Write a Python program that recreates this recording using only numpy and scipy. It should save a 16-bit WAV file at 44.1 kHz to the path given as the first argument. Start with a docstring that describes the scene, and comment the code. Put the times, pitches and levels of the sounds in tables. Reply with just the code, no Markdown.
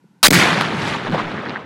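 """A charge explodes far down a beach: a burst of wide noise overloads a small microphone over faint wind.
Slow pressure swings pin its capsule against the stops, so the sound drops out.
Shaped noise makes the dense roar and low rumble that roll in from shore and water, mostly duller with time.
Short wave packets make the low booms and single echoes; rough ground trails each echo with quick repeats."""
import sys
import numpy as np
from scipy import signal
from scipy.io import wavfile
from scipy.ndimage import uniform_filter1d

SR = 44100
rng = np.random.default_rng(int(sys.argv[2]) if len(sys.argv) > 2 else 0)


def attenuation_scalar(level_db):
    """Turn a level in dB into a linear amplitude multiplier (20 dB per decade)."""
    decades = np.asarray(level_db, float) / 20
    return 10 ** decades


def output_pcm(signal):
    """Save a mono or channel-first signal as 16-bit PCM at the path in sys.argv[1].

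    Samples are clipped to [-1, 1] before scaling.
    """
    pcm = np.clip(np.atleast_2d(signal).T, -1, 1) * 32767
    wavfile.write(sys.argv[1], SR, np.round(pcm).astype(np.int16))


N = 72765  # length in samples
BLAST_START_S = .2297
TRAVEL = .7  # signal level at which the capsule meets its stop


def evened(x):
    """Scales a signal to an rms of 1."""
    return x / np.sqrt(np.mean(x ** 2) + 1e-20)


def curve(points, t):
    """Reads a breakpoint curve in straight lines over time."""
    return np.interp(t, *np.transpose(points))


def tone(points, hz):
    """Reads a spectrum in straight lines of dB over log frequency."""
    f, db = np.transpose(points)
    return np.interp(np.log(hz + 1), np.log(f + 1), db)


def noise(shape_db, size, patchy_db, source=None):
    """Noise of rms 1, coloured by shape_db(hz, s) and mottled by random loud and weak patches."""
    x = rng.standard_normal(N) if source is None else source
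    overlap = size * 3 // 4
    hz, s, spectra = signal.stft(x, SR, nperseg=size, noverlap=overlap)
    field = attenuation_scalar(shape_db(hz[:, None], s[None]) + 0 * s)
    field = field / np.sqrt((field ** 2).mean(0))  # colour alone, equal power at each moment
    patches = uniform_filter1d(rng.standard_normal(spectra.shape), 5, axis=0)
    patches = evened(uniform_filter1d(patches, 6, axis=1))
    coloured = spectra * field * attenuation_scalar(patchy_db * patches)
    return evened(signal.istft(coloured, SR, nperseg=size, noverlap=overlap)[1][:N])


def bursts(rows):
    """Short wave packets: sines under bell-shaped envelopes, a few cycles long."""
    out = np.zeros(N)
    for centre_s, peak_db, pitch_hz, cycles in rows:
        half = round(1.5 * cycles / pitch_hz * SR)
        phase = np.arange(-half, half) * pitch_hz / SR  # in cycles
        # the second term makes up for the lower sine peaks of very short packets
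        bell = np.exp(-(2 * phase / cycles) ** 2 + 0.14 / cycles ** 2)
        begin = round(centre_s * SR) - half
        out[begin:][:2 * half] += attenuation_scalar(peak_db) * bell * np.sin(2 * np.pi * phase)
    return out


# colour of the wind: pitch_hz [Hz], level_db [dB per Hz, relative]
WIND_TONE = [(24, -53), (60, -0.5), (156, 1), (650, -27), (933, -15.5), (1200, -30), (1500, -20),
             (1640, -27.5), (9000, -41), (12500, -43), (19800, -120)]
# soft wind bumps: centre_s [s], peak_db [dB], pitch_hz [Hz], length [cycles]
WIND_BUMPS = [(.043, -43.5, 323, 1.1), (.052, -39, 167, 1.9), (.113, -49, 186, 3.2)]


def wind():
    """Steady faint wind noise, with a few low bumps as wave packets."""
    level_db = -54
    steady = noise(lambda hz, s: tone(WIND_TONE, hz), size=1024, patchy_db=0.5)
    return attenuation_scalar(level_db) * steady + bursts(WIND_BUMPS)


# colour of the direct blast: pitch_hz [Hz], level_db [dB per Hz, relative]
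FRONT_TONE = [(40, -1), (400, -7), (1300, 4), (2200, 0), (3900, 3.5), (6000, -6), (10000, -4),
              (16000, -44.5)]


def front(t):
    """The direct blast: very loud wide noise that stops as the pressure swing arrives."""
    level_db, end_s, fall_s = -1, .2722, .0008
    shape = (t > BLAST_START_S) * np.exp(-np.maximum(t - end_s, 0) / fall_s)
    return attenuation_scalar(level_db) * shape * noise(lambda hz, s: tone(FRONT_TONE, hz), size=256, patchy_db=3.5)


# loudness of the roar: time_s [s], level_db [dB]
ROAR_LEVEL = [(.325, -10.5), (.345, -10), (.41, -12.5), (.5, -16.5), (.58, -19), (.622, -21), (.65, -22.5),
              (.755, -25), (.88, -23.5), (.945, -24), (1., -29.5), (1.07, -26), (1.12, -25.5), (1.147, -22),
              (1.165, -26), (1.2, -21.5), (1.223, -26.5), (1.4, -29.5), (1.557, -29.5), (1.583, -32.5),
              (1.65, -37)]
# colour of the bright roar: pitch_hz [Hz], level_db [dB per Hz, relative]
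ROAR_EARLY_TONE = [(240, -28), (400, -5), (616, -16), (753, 0.5), (921, -6), (2220, -0.5), (2590, -6),
                   (4440, -6.5), (9610, -17), (16000, -21.5)]
# colour of the dull roar: pitch_hz [Hz], level_db [dB per Hz, relative]
ROAR_LATE_TONE = [(240, -1.5), (400, 4), (880, -3), (1150, -1), (2150, -12), (3400, -17.5), (5000, -32.5),
                  (8000, -46), (11000, -47.5), (16000, -98)]
# drift between the two colours: time_s [s], mix [0 early to 1 late]
DULLING = [(.3, -0.25), (.42, 0.32), (.55, 0.55), (.72, 0.59), (.88, 0.33), (1.05, 0.67), (1.35, 0.74),
           (1.65, 0.87)]


def roar(t):
    """Dense echoes plus scattered louder ones; the air takes more treble the longer the path."""
    scatter_per_s, scatter_db, spread_db = 1600, -3, 2.5
    air_db_per_s, air_hz = -7.5, 10000  # extra treble loss, as it is at air_hz
    hits = (rng.random(N) < scatter_per_s / SR) * rng.choice([-1, 1], N)
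    sparse = hits * attenuation_scalar(spread_db * np.minimum(rng.exponential(1, N), 4))
    drive = rng.standard_normal(N) + attenuation_scalar(scatter_db) * evened(sparse)

    def shape(hz, s):
        early, late = tone(ROAR_EARLY_TONE, hz), tone(ROAR_LATE_TONE, hz)
        air_loss = air_db_per_s * (s - BLAST_START_S) * (hz / air_hz) ** 4
        return early + curve(DULLING, s) * (late - early) + air_loss

    echoing = noise(shape, size=256, patchy_db=2.0, source=drive)
    return (t > BLAST_START_S) * attenuation_scalar(curve(ROAR_LEVEL, t)) * echoing


# slow pressure on the capsule: time_s [s], pressure [capsule travels]
PRESSURE = [(.23, 0), (.27, .1), (.2742, 1.8), (.2806, 1.8), (.2814, .6), (.2822, 1), (.2843, .7),
            (.2857, -2.5), (.3048, -2.5), (.3064, .4), (.3075, -.4), (.3098, -.5), (.3106, .4),
            (.3125, -.9), (.3132, -2.2), (.3162, -2.2), (.3178, 2.5), (.3243, 2.5), (.3262, -1.3),
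            (.3295, -1.2), (.333, -.2), (.42, 0)]
# later swells that together push past the stop: centre_s [s], length_s [s], height [capsule travels]
PRESSURE_SWELLS = [(1.106, .2, .5), (1.0945, .008, 1.1), (1.102, .009, 1.), (1.11, .008, 1.1),
                   (1.119, .007, 1.), (1.265, .12, .7), (1.265, .006, .5)]


def heave(t):
    """Slow pressure swings, smoothed at their corners, plus later rounded swells."""
    swells = np.zeros(N)
    for centre_s, length_s, height in PRESSURE_SWELLS:
        swells += height * np.cos(np.pi * np.clip((t - centre_s) / length_s, -.5, .5)) ** 2
    return TRAVEL * (uniform_filter1d(curve(PRESSURE, t), size=20) + swells)


# loudness of the rumble: time_s [s], level_db [dB]
RUMBLE_LEVEL = [(0.33, -3.5), (0.374, -6), (0.394, -8), (0.43, -14), (0.454, -16.5), (0.528, -17),
                (0.558, -22), (0.57, -22), (0.754, -18), (0.9, -16), (1.04, -24), (1.13, -18),
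                (1.155, -22.5), (1.412, -23.5), (1.43, -32), (1.492, -21), (1.626, -35), (1.65, -18)]
# colour of the rumble: pitch_hz [Hz], level_db [dB per Hz, relative]
RUMBLE_COLOUR = [(20, -11), (55, 10), (90, 15), (165, 6), (250, -0.5), (400, -4.5), (600, -39), (900, -68)]


def rumble(t):
    """The low roll of the blast: bass noise that fades in quickly and follows a level curve."""
    start_s, fade_s = .328, 0.016
    fade = np.clip((t - start_s) / fade_s, 0, 1)
    low_roll = noise(lambda hz, s: tone(RUMBLE_COLOUR, hz), size=2048, patchy_db=2)
    return fade * attenuation_scalar(curve(RUMBLE_LEVEL, t)) * low_roll


# low returns of the blast: centre_s [s], peak_db [dB], pitch_hz [Hz], length [cycles]
BOOM_RETURNS = [(.367, -9, 168, 4.3), (.422, -14.5, 191, 5), (.526, -11.5, 167, 4.9), (.577, -13, 163, 1.8),
                (1.134, -11.5, 173, 3.6)]


def booms():
    """Low returns of the blast as short bass wave packets."""
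    return bursts(BOOM_RETURNS)


# single echoes before roughening: centre_s [s], peak_db [dB], pitch_hz [Hz], length [cycles]
SINGLE_ECHOES = [(.611, 0, 2680, 0.99), (.6112, -13, 8200, 1.1), (.612, -6.5, 1200, 2.5),
                 (.6218, -19, 3600, 1.5), (.6258, -14.5, 1420, 2.6), (.951, -16, 905, 5.3),
                 (1.064, -13, 1600, 1.7), (1.142, -16.5, 796, 6.2), (1.1455, -15, 610, 1.6),
                 (1.1475, -5, 745, 1.4), (1.1803, -13.5, 1100, 4.2), (1.1845, -14, 940, 1.3),
                 (1.1995, -14, 1130, 5.2), (1.2045, -11, 1260, 1.1), (1.2075, -36, 3280, 1.7),
                 (1.376, -21, 1690, 2.4), (1.382, -17, 1850, 2.9), (1.456, -33, 4600, 3.2),
                 (1.4622, -14.5, 1670, 2.3), (1.4885, -32, 4270, 3.5), (1.4955, -13.5, 3000, 0.81),
                 (1.5058, -16, 1440, 0.95), (1.5185, -43, 1800, 1.3), (1.5555, -23, 1500, 3.2),
                 (1.56, -11.5, 1680, 3)]


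def echoes():
    """Single echoes, roughened in level; rough ground trails each with quick scattered repeats."""
    grit, grit_hz = 0.26, 1500  # rms depth and top frequency of the roughness
    smear_t60_s, smear_db, smear_per_s = 0.093, -6, 1100
    lowpass = signal.butter(4, grit_hz, fs=SR)
    roughness = evened(signal.lfilter(*lowpass, rng.standard_normal(N)))
    clean = bursts(SINGLE_ECHOES) * (1 + grit * roughness)
    t = np.arange(2000) / SR
    taps = (rng.random(len(t)) < smear_per_s / SR) * rng.standard_normal(len(t))
    taps = taps * attenuation_scalar(-60 * t / smear_t60_s) * (t > .0005)
    return clean + attenuation_scalar(smear_db) * signal.oaconvolve(clean, taps / np.linalg.norm(taps))[:N]


def scene():
    """Sums the wind, the blast, its pressure swings and all its returns at the capsule."""
    t = np.arange(N) / SR
    background = wind()
    blast = front(t) + roar(t) + heave(t)
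    returns = rumble(t) + booms() + echoes()
    return (background + blast + returns)[None]


def roll_off(x):
    """The treble ends steeply here."""
    return signal.sosfilt(signal.butter(12, 16900, fs=SR, output="sos"), x)


def record(dry):
    """The capsule stops at its travel, a steep low cut rings after each jolt, the converter clips."""
    low_cut_hz, leak_db, ceiling, edge_hz = 163, -34, .68, 16400
    pinned = np.clip(dry, -TRAVEL, TRAVEL)
    low_cut = signal.butter(4, low_cut_hz, "high", fs=SR, output="sos")
    cut = signal.sosfilt(low_cut, pinned) + attenuation_scalar(leak_db) * pinned  # deep bass slips past the cut
    clipped = np.clip(cut, -ceiling, ceiling)
    treble_edge = signal.firwin(255, edge_hz, window=("kaiser", 9), fs=SR)[None]
    return roll_off(signal.oaconvolve(clipped, treble_edge, "same"))


dry = scene()
out = record(dry)
output_pcm(out)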